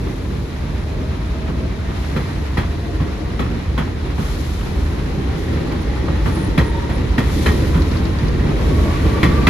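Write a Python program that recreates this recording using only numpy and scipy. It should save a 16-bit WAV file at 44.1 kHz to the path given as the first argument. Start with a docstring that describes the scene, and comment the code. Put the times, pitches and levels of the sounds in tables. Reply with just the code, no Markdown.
"""Elevated platform, two microphone ports of a phone an arm's length from a subway train gathering speed.
From the start air hisses under the cars, the steel viaduct rumbles, wheels roar and motor gears whine upward.
Soon axle after axle clacks, rings and thuds over a rail joint; a hum goes by, then suspension parts groan.
A flange chirps thinly against the rail, the strongest air jet blows by and small metal parts tick;
the whine and the joint blows are loudest near the end. Shaped noise, damped modes and sines make it all."""
import sys
import numpy as np
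from scipy import signal
from scipy.fft import rfft, irfft
from scipy.io import wavfile
from scipy.ndimage import uniform_filter1d

SR = 44100
rng = np.random.default_rng(int(sys.argv[2]) if len(sys.argv) > 2 else 0)


def materialize(psi):
    """Save the field psi as 16-bit PCM at rate SR to the path in sys.argv[1].

    A 1-D psi becomes a single channel; in a 2-D psi each row is a channel.
    """
    bounded = np.clip(np.atleast_2d(psi).T, -1, 1)
    quanta = np.round(bounded * 32767).astype(np.int16)
    wavfile.write(sys.argv[1], SR, quanta)


N = 418509
TIME = np.arange(N) / SR  # s
FREQ = np.maximum(np.fft.rfftfreq(N, 1 / SR), 1)  # Hz, kept above zero for the logarithms

# gear mesh, in step with the train's speed: (time [s], pitch [Hz])
MESH_PITCH = [(0, 563), (.55, 593), (1.2, 632), (3, 699.7), (5.2, 773), (5.8, 815), (6.3, 870), (7.05, 970),
              (8.1, 1045), (8.8, 1128), (9.49, 1172)]
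# wheels on joints: (time [s], relative clack level [dB], relative ring level [dB], deck thud level [dB])
JOINT_BLOWS = [(1.485, -26, -50, -18.5), (2.163, -20, -33, -15), (2.573, -16.5, -27.5, -13.5),
               (3.003, -23.5, -43, -17), (3.394, -17.5, -31.5, -12), (3.779, -16.5, -30, -13.5),
               (4.183, -22, -45, -16.5), (5.532, -32, -46, -24), (5.717, -24.5, -39, -20),
               (6.259, -19, -34, -13), (6.578, -14.5, -22, -8.5), (6.896, -22.5, -36, -17),
               (7.181, -17.5, -22.5, -10.5), (7.461, -14.5, -21, -9.5), (7.747, -20, -36.5, -14),
               (8.23, -26, -43, -14), (9.23, -15, -18, -11.5), (9.469, -12.5, -15.5, -9.5)]
# motor bogies coming into earshot: (loudest at [s], time from there to half gain [s],
# relative wheel singing level [dB], casing drone level [dB], rolling roar level [dB])
BOGIE_PASSES = [(1.32, 1, -63, -55, -54), (2.2, 0.46, -45.5, -45, -42), (3.0, 0.44, -48, -33.5, -54),
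                (5.745, 0.56, -44, -30, -43), (6.598, 0.49, -45, -32, -47), (7.56, 0.46, -42.5, -29.5, -51),
                (9.345, 0.98, -50, -27, -32.5)]
# wheel modes: (frequency [Hz], width or spread among the wheels [Hz], relative level [dB])
WHEEL_MODES = [(990, 130, -7), (1150, 130, -6), (1310, 150, -3), (1480, 140, -8), (1690, 160, -2),
               (1832, 70, 3), (1907, 80, 3.5), (2038, 130, 1), (2220, 190, -3.5), (2406, 100, -5),
               (2615, 60, -4.5), (3140, 140, -3.5), (3396, 110, -3.5), (3930, 150, -8), (4086, 60, -6.5),
               (4850, 140, -10)]
# colour of the car bodies: (frequency [Hz], relative level [dB])
BODY_COLOUR = [(70, -9.5), (120, 3.5), (165, 0.5), (225, -3), (330, -4.5), (440, -7.5), (600, -16),
               (900, -34.5), (1800, -85)]
# colour of a clack: (frequency [Hz], relative level [dB])
CLACK_COLOUR = [(200, 0.5), (500, 8), (780, 5.5), (1250, 7), (2300, -5), (3300, -3), (4300, -29),
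                (8000, -37)]
# roar against speed: (level at the starting speed [dB], rise per doubling of speed [dB])
ROAR_GROWTH = (-37.5, 5.1)


def undb(db):
    """Decibels to gain."""
    return 10 ** (np.asarray(db) / 20)


def curve(rows):
    """Points joined by straight lines in time."""
    return np.interp(TIME, *np.transpose(rows))


def across(points):
    """Points joined by straight lines over log frequency."""
    hz, value = np.transpose(points)
    return np.interp(np.log(FREQ), np.log(hz), value)


def resonances(modes):
    """Power response of a few damped modes."""
    return sum(undb(db) ** 2 / (1 + ((FREQ - hz ** 2 / FREQ) / width) ** 2) for hz, width, db in modes)


def unit(x):
    """Scale to rms 1."""
    return x / np.sqrt(np.mean(x ** 2))


def walk(rate, size=8192):
    """Smooth chance with rms 1, changing about rate times a second."""
    hz = np.fft.rfftfreq(size, TIME[-1] / size)
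    slow = irfft(rfft(rng.standard_normal(size)) * np.exp(-(hz / rate) ** 2))
    return unit(np.interp(TIME, np.linspace(0, TIME[-1], size), slow))


def noise(gain):
    """Random vibration with this frequency response, as the two microphone ports hear it; rms 1."""
    # likeness of the two ports: (frequency [Hz], correlation [0-1])
    port_likeness = [(50, 0.98), (220, 0.93), (400, 0.58), (700, 0), (1100, 0.35), (2100, 0.3), (2800, 0),
                     (4100, 0.24), (5500, 0), (8500, 0.95), (14000, 1)]
    alike = np.clip(across(port_likeness), 0, .995)
    white = rfft(rng.standard_normal((2, N)))
    mid, side = white * gain * np.sqrt([1 + alike, 1 - alike])
    return unit(irfft([mid + side, mid - side], N))


def blow(start, rise_s, fall_s):
    """Envelope of a blow: quick rise, exponential fall."""
    age = np.maximum(TIME - start, 0)
    return (1 - np.exp(-(age / rise_s) ** 2)) * np.exp(-age / fall_s)


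def swell(start, length):
    """Envelope of a brief rub: rounded rise, hold, rounded fall."""
    return np.exp(-(2 * (TIME - start) / length - 1) ** 4)


def with_speed(law):
    """Level in dB of a sound that gains a fixed step with each doubling of the train's speed."""
    start_db, rise_db = law
    return start_db + rise_db * np.log2(curve(MESH_PITCH) / MESH_PITCH[0][1])


def passing(when, half_s):
    """Gain of a source that nears, goes by and is screened again by the platform edge."""
    return 1 / (1 + ((TIME - when) / half_s) ** 2)


def from_bogies(axis):
    """Gain of one column of the bogies' sounds: every bogie swells and fades, and their powers add."""
    return np.sqrt(sum((undb(row[axis]) * passing(row[0], row[1])) ** 2 for row in BOGIE_PASSES))


def viaduct(steadiness=0.048):
    """The girders are shaken without pause, harder with speed; their boom is evened out slightly."""
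    # colour of the girders: (frequency [Hz], relative level [dB])
    girder_colour = [(20, -35), (32, -21), (46, 6), (60, 8), (78, 7.5), (96, -1), (130, -18.5), (220, -61),
                     (1000, -100)]
    # boom against speed: (level at the starting speed [dB], rise per doubling of speed [dB])
    boom_growth = (-24.5, 8)
    boom = noise(undb(across(girder_colour)))
    strength = np.sqrt(uniform_filter1d(np.mean(boom ** 2, axis=0), SR // 30))
    return unit(boom / strength ** steadiness) * undb(with_speed(boom_growth))


def car_bodies(throb_db=1.48):
    """Rough treads shake the car bodies, which drone with a slow random throb."""
    # drone before its throb: (time [s], level [dB])
    drone_level = [(0, -24.5), (.8, -27), (1.3, -25.5), (3.2, -27.5), (5.2, -24.5), (6.2, -23.5),
                   (7.3, -22.5), (8.2, -21.5), (9.49, -17.5)]
    return noise(undb(across(BODY_COLOUR))) * undb(curve(drone_level) + throb_db * walk(6.9))


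def treads(sway_db=1.05, grit_db=0.53, scour_db=-3):
    """Rough treads roar and scour the rail, louder with speed and near a bogie."""
    # colours of roar and scouring: (frequency [Hz], relative level [dB])
    roar_colour = [(300, -20), (600, 1.5), (950, 2.5), (1500, -2.5), (2200, -4.5), (2800, -6), (4000, -14),
                   (8000, -38), (12500, -43), (14500, -58)]
    sizzle_colour = [(1500, -34), (3000, 4), (4000, 5.5), (5200, 4), (6500, -1), (8300, -7.5),
                     (10000, -8.5), (13000, -16.5), (14800, -50)]
    # scouring against speed: (level at the starting speed [dB], rise per doubling of speed [dB])
    sizzle_growth = (-45, 5.1)
    load = sway_db * walk(19)  # the cars rock, pressing the wheels harder and softer
    roar_gain = np.hypot(undb(with_speed(ROAR_GROWTH)), from_bogies(axis=4))
    sizzle_gain = np.hypot(undb(with_speed(sizzle_growth)), undb(scour_db) * from_bogies(axis=2))
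    roar = noise(undb(across(roar_colour))) * roar_gain * undb(load + grit_db * walk(45))
    sizzle = noise(undb(across(sizzle_colour))) * sizzle_gain * undb(.5 * load)
    return roar + sizzle


def hum(hz=666, waver=0.46, hum_db=-54, passes_s=4.1, half_s=0.12):
    """A steady machine under one car hums as it goes by: a sine with a wavering phase."""
    tone = np.sqrt(2) * np.sin(2 * np.pi * hz * TIME + waver * walk(5.4))
    return tone * undb(hum_db) * passing(passes_s, half_s)


def air():
    """Jets of air under the cars swell and fade as they pass: turbulent noise, slightly uneven."""
    # jets: (start [s], relative level [dB], rise [s], fall [s])
    jet_rows = [(0, -46.5, 0.0057, 1.5), (1.819, -43.5, 0.12, 1), (4.1, -34, 0.11, 0.56),
                (5.35, -40, 0.026, 0.17), (6.2, -34, 0.062, 0.16), (7.17, -28, 0.16, 0.41),
                (8.35, -36, 0.31, 1.5)]
    # colour of the hiss: (frequency [Hz], relative level [dB])
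    hiss_colour = [(1000, -11), (3000, 4), (5500, 3.5), (8000, -2), (10500, -4.5), (13000, -8),
                   (15000, -28)]
    power = sum((undb(db) * blow(start, rise_s, fall_s)) ** 2 for start, db, rise_s, fall_s in jet_rows)
    return noise(undb(across(hiss_colour))) * np.sqrt(power) * undb(0.8 * walk(27))


def rattles(rattle_db=-13, scatter_db=10, fall_s=0.005, count=330):
    """Loose running gear and far wheels patter at random, each part at its own pitch, harder with speed."""
    # what rattles: (frequency [Hz], resonance width [Hz], relative level [dB])
    loose_parts = [(720, 370, 0), (1100, 780, 0), (1710, 1300, 0)]
    out = np.zeros((2, N))
    tap_shape = blow(0, 0.001, fall_s)[:SR // 10]
    for part in loose_parts:
        taps = np.zeros(N)
        for when, size in rng.random((count // len(loose_parts), 2)):
            taps[int(when * N)] += undb(scatter_db * (size + .5))
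        force = signal.oaconvolve(taps, tap_shape)[:N]
        out += force * noise(resonances([part]))
    return out * undb(with_speed(ROAR_GROWTH) + rattle_db)


def groans(rough=0.93):
    """Stiff suspension parts rub as the cars sway, in short low notes of rough phase."""
    # groans: (start [s], length [s], pitch [Hz], level [dB])
    groan_rows = [(5.527, 0.024, 325, -21.5), (6.078, 0.03, 548, -28), (8.594, .04, 545, -32),
                  (8.74, 0.074, 607, -34), (8.82, .07, 560, -32), (8.838, 0.071, 632, -30)]
    out = np.zeros(N)
    for start, length, hz, db in groan_rows:
        tone = np.sin(2 * np.pi * hz * TIME + rough * walk(91))
        out += undb(db) * swell(start, length) * tone
    return np.sqrt(2) * out


def ticks(hz=4500, width=1800, fall_s=0.0059):
    """A loose small part of the running gear taps as a bogie leaves: short bursts in one high mode."""
    # ticks: (time [s], level [dB])
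    tick_rows = [(7.82, -26.5), (7.914, -29), (7.97, -29), (8.053, -29), (8.187, -30), (8.283, -29)]
    force = sum(undb(db) * blow(start, 0.00044, fall_s) for start, db in tick_rows)
    return force * noise(resonances([(hz, width, 0)]))


def knocks(fall_s=0.01, again_s=0.0203, again=.4):
    """Loose couplings and shoes knock dully under the cars and settle with a second, weaker tap."""
    # knocks: (time [s], level [dB])
    knock_rows = [(.069, -28.5), (1.905, -28), (4.119, -33), (4.225, -29), (4.263, -29), (4.299, -30.5),
                  (4.609, -25.5), (5.36, -28), (6.083, -23), (6.374, -28), (7.775, -24)]
    force = np.zeros(N)
    for start, db in knock_rows:
        first = blow(start, 0.0012, fall_s)
        second = again * blow(start + again_s, .001, fall_s)
        force += undb(db) * (first + second)
    return force * noise(undb(across(CLACK_COLOUR)))


def flange(focus_octaves=.25, stutter_db=3):
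    """A flange grazes the rail and sings unsteadily; every graze favours other high modes of the wheel."""
    # chirps: (start [s], length [s], level before the stutter [dB], favoured pitch [Hz])
    chirp_rows = [(5.8, .035, -49, 11600), (6.315, 0.05, -44, 10700), (6.35, 0.14, -43, 9100),
                  (6.634, 0.086, -46.5, 9100), (6.929, 0.045, -49, 10500)]
    # flange ring: (frequency [Hz], width [Hz], relative level [dB])
    flange_modes = [(9200, 280, -1), (10400, 900, -11), (14100, 300, -1)]
    modes = sum(undb(db) * resonances([(hz, width, 0)]) for hz, width, db in flange_modes)
    out = np.zeros((2, N))
    for start, length, db, hz in chirp_rows:
        focus = 1 / (1 + (np.log2(FREQ / hz) / focus_octaves) ** 2)
        out += undb(db) * swell(start, length) * noise(modes * focus)
    return out * undb(stutter_db * walk(70))


def motor_casings(flutter_db=2.5):
    """Motor casings drone in their own modes, coloured by the car bodies, as each bogie passes."""
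    # motor casing: (frequency [Hz], width [Hz], relative level [dB])
    casing_modes = [(315, 27, -4), (445, 61, -8), (556, 32, -3.5)]
    casing = noise(np.sqrt(resonances(casing_modes)) * undb(across(BODY_COLOUR)))
    return casing * from_bogies(axis=3) * undb(flutter_db * walk(13.0))


def wheel_tones(wander=.25, blur_hz=18, turns_db=4, skew=1.0):
    """Single modes stand out by turns as narrow tones, their pitch shifting from wheel to wheel."""
    out = np.zeros((2, N))
    for hz, spread, db in WHEEL_MODES:
        pitch = hz + wander * spread * walk(2)
        phase = 2 * np.pi * np.cumsum(pitch) / SR + walk(blur_hz)
        level = undb(db + turns_db * walk(7.3)) * walk(blur_hz)
        out += level * np.sin([phase, phase + skew * walk(12)])
    return unit(out)


def wheel_singing(sing_db=-2.0, tones_db=-6, flutter_db=2.5):
    """Rolling wheels sing in their modes, louder with speed and most when a bogie is close."""
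    # singing against speed: (relative level at the starting speed [dB], rise per doubling of speed [dB])
    sing_growth = (-55.5, 12)
    blurred = noise(resonances(WHEEL_MODES))  # power response used as gain: dark valleys between the modes
    gain = np.hypot(undb(with_speed(sing_growth)), from_bogies(axis=2))
    blurred = blurred * undb(sing_db + flutter_db * walk(6.7))
    return gain * (blurred + wheel_tones() * undb(tones_db))


def gears(spread=.017, waver=0.006, flutter=0.8, patchy_db=3, whine_db=-1, throb_db=1.5, others=.75):
    """Motors on slightly different wheel sizes whine side by side; reflections make each port flutter."""
    # overtones of the mesh: (multiple, relative level [dB])
    overtones = [(1, 2), (2, -12), (4, -16)]
    # swelling as motors pass and the platform edge hides them: (time [s], relative level [dB])
    whine_level = [(0, -53), (.55, -43.5), (1.25, -39.5), (1.42, -45), (1.65, -40), (2.1, -42.5),
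                   (2.55, -49), (2.88, -40), (3.08, -47), (3.27, -40.5), (3.7, -54), (4.9, -49),
                   (5.25, -41), (5.55, -47), (5.8, -39), (6.15, -40), (6.4, -36.5), (6.58, -39),
                   (6.72, -32), (6.85, -33), (7.1, -45), (7.7, -39), (8.45, -49), (8.8, -34), (9.05, -34.5),
                   (9.2, -29), (9.49, -29.5)]
    gear_teeth = 120  # meshes per turn of the axle
    out = np.zeros((2, N))
    for size in (-1, 0, 1):
        pitch = curve(MESH_PITCH) * (1 + spread * size + waver * walk(12.43))
        phase = 2 * np.pi * np.cumsum(pitch) / SR
        throb = undb(throb_db * np.sin(phase / gear_teeth))  # once per axle turn
        for multiple, db in overtones:
            paths = np.array([1 + flutter * (walk(24) + 1j * walk(21)) for _ in range(2)])
            tone = np.real(paths * np.exp(1j * multiple * phase))
            out += others ** abs(size) * undb(db) * throb * tone
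    # broken at low speed, steadier later
    patches = patchy_db * walk(6.3) * (MESH_PITCH[0][1] / curve(MESH_PITCH)) ** 2
    return unit(out * undb(patches)) * undb(curve(whine_level) + whine_db)


def wheel_ring(fall_s=0.018, linger=0.3, linger_s=0.078, uneven_db=4, beat_hz=45, beat=.4, size=12288):
    """One struck wheel: pairs of modes, tuned and excited anew each time, beating as the wheel turns."""
    age = np.arange(size) / SR
    out = np.zeros((2, size))
    for hz, spread, db in WHEEL_MODES + WHEEL_MODES:
        detune, turn, skew, share, pace = rng.uniform(-1.01, 1, 5)
        phase = 2 * np.pi * (hz + .5 * spread * detune) * age + np.pi * turn
        beating = 1 + beat * np.cos(2 * np.pi * beat_hz * 2 ** pace * age)
        out += undb(db + uneven_db * share) * beating * np.sin([phase, phase + skew])
    # the rail damps most of the ring at once; a little lingers
    fade = np.exp(-age / fall_s) + linger * np.exp(-age / linger_s)
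    onset = 1 - np.exp(-age / 0.0011)
    return out / np.sqrt(np.mean(out[:, age < fall_s] ** 2)) * fade * onset


def axles(hz=235, bounce_db=6, fall_s=0.012, late_s=0.0025):
    """The axle bounces on the rail after each blow: a short, low punch, strong after the hard ones."""
    out = np.zeros(N)
    for start, _, ring, _ in JOINT_BLOWS:
        tone = np.sin(2 * np.pi * hz * (TIME - start))
        out += undb(ring + bounce_db) * blow(start + late_s, 0.0014, fall_s) * tone
    return out


def cracks(crack_db=0.5, hz=2100, width=1500, fall_s=0.0037, again_s=0.0085, again=0.98):
    """Steel meets steel: a hard crack as the tread hits the rail end, and a slightly weaker one as it settles."""
    force = np.zeros(N)
    for start, _, ring, _ in JOINT_BLOWS:
        hit = blow(start + 0.0004, 0.00015, fall_s)
        settling = again * blow(start + again_s, 0.00019, fall_s)
        force += undb(ring + crack_db) * (hit + settling)
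    return force * noise(resonances([(hz, width, 0)]))


def joints(clack_db=-2.5, ring_db=0.7, tail_db=-14, rebound_s=0.0067, rebound=0.2, chatter_db=4,
           rise_s=0.00076, blunt_db=15):
    """A wheel drops into the gap and rebounds; it rings, the deck thuds later, the bogie chatters on."""
    # colours of deck thud and bright edge: (frequency [Hz], relative level [dB])
    thud_colour = [(35, -43), (65, 6.5), (105, 1.5), (155, 3.5), (220, -1), (300, -7), (500, -9),
                   (1000, -61)]
    edge_colour = [(2000, -21), (4500, 2.5), (6500, -4.5), (9000, -9.5), (13000, -11.5), (16000, -40)]
    # the bright edge follows the ring: (level for a ring of 0 dB [dB], slope [dB per dB])
    edge_law = (-15, 0.72)
    clack, thud, edge = np.zeros((3, N))
    wheels = np.zeros((2, N))
    chatter = undb(tail_db + chatter_db * walk(90))
    hardest = max(row[1] for row in JOINT_BLOWS)
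    for start, peak, ring, deck in JOINT_BLOWS:
        # weak blows come from farther off and arrive blunted: ten times slower for every blunt_db
        rise = rise_s * 10 ** ((hardest - peak) / blunt_db)
        onset = start - .0015 - rise
        strike = blow(onset, rise, 0.02) + rebound * blow(start + rebound_s, 0.0057, 0.048)
        clack += undb(peak + clack_db) * (strike + chatter * blow(start, 0.027, 0.066))
        edge_shape = blow(onset, 2 * rise, 0.022) + 0.25 * blow(start, 0.0035, 0.067)
        edge += undb(edge_law[0] + edge_law[1] * ring) * edge_shape
        thud += undb(deck) * blow(start, 0.0036, 0.042)
        first = int(start * SR)
        tone = wheel_ring()[:, :N - first]
        wheels[:, first:first + tone.shape[1]] += undb(ring + ring_db) * tone
    layers = ((clack, CLACK_COLOUR), (thud, thud_colour), (edge, edge_colour))
    return wheels + sum(force * noise(undb(across(colour))) for force, colour in layers)


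def scene():
    """Everything that the passing train sounds, from the background to the joints."""
    background = viaduct() + car_bodies() + treads() + hum() + air()
    loose_parts = rattles() + groans() + ticks() + knocks()
    wheels_and_motors = flange() + motor_casings() + wheel_singing() + gears()
    return background + loose_parts + wheels_and_motors + axles() + cracks() + joints()


def record(dry):
    """The right port is nearer the train, its treble shaded; the phone rounds the peaks and cuts the top."""
    # shading of the right port: (frequency [Hz], gain [dB])
    right_shade = [(60, 0.3), (250, 1.5), (550, -1.8), (1300, 0.9), (2400, 1), (2950, -6), (3900, 0.5),
                   (4300, -1), (4900, -16.5), (5600, -11), (6800, -8.5), (8800, 0)]
    # lead of the right port, negative where it hears later: (frequency [Hz], lead [ms])
    right_lead = [(380, -0.07), (850, -0.0039), (1200, 0.17), (2000, 0.048), (2500, 0.00038), (4100, 0.012),
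                  (6200, 0.1766)]
    top_hz = 15750
    port = undb(across(right_shade)) * np.exp(2j * np.pi * FREQ * across(right_lead) / 1000)
    taps = np.roll(irfft(port, N), 256)[:513]  # centred, so the filter adds no delay of its own
    pair = np.array([dry[0], signal.fftconvolve(dry[1], taps, mode="same")])
    pair = pair / (1 + (pair / .92) ** 8) ** (1 / 8)  # soft ceiling at 0.92
    low_pass = signal.ellip(10, .2, 80, top_hz, fs=SR, output="sos")
    return signal.sosfilt(low_pass, pair)


dry = scene()
out = record(dry)
materialize(out)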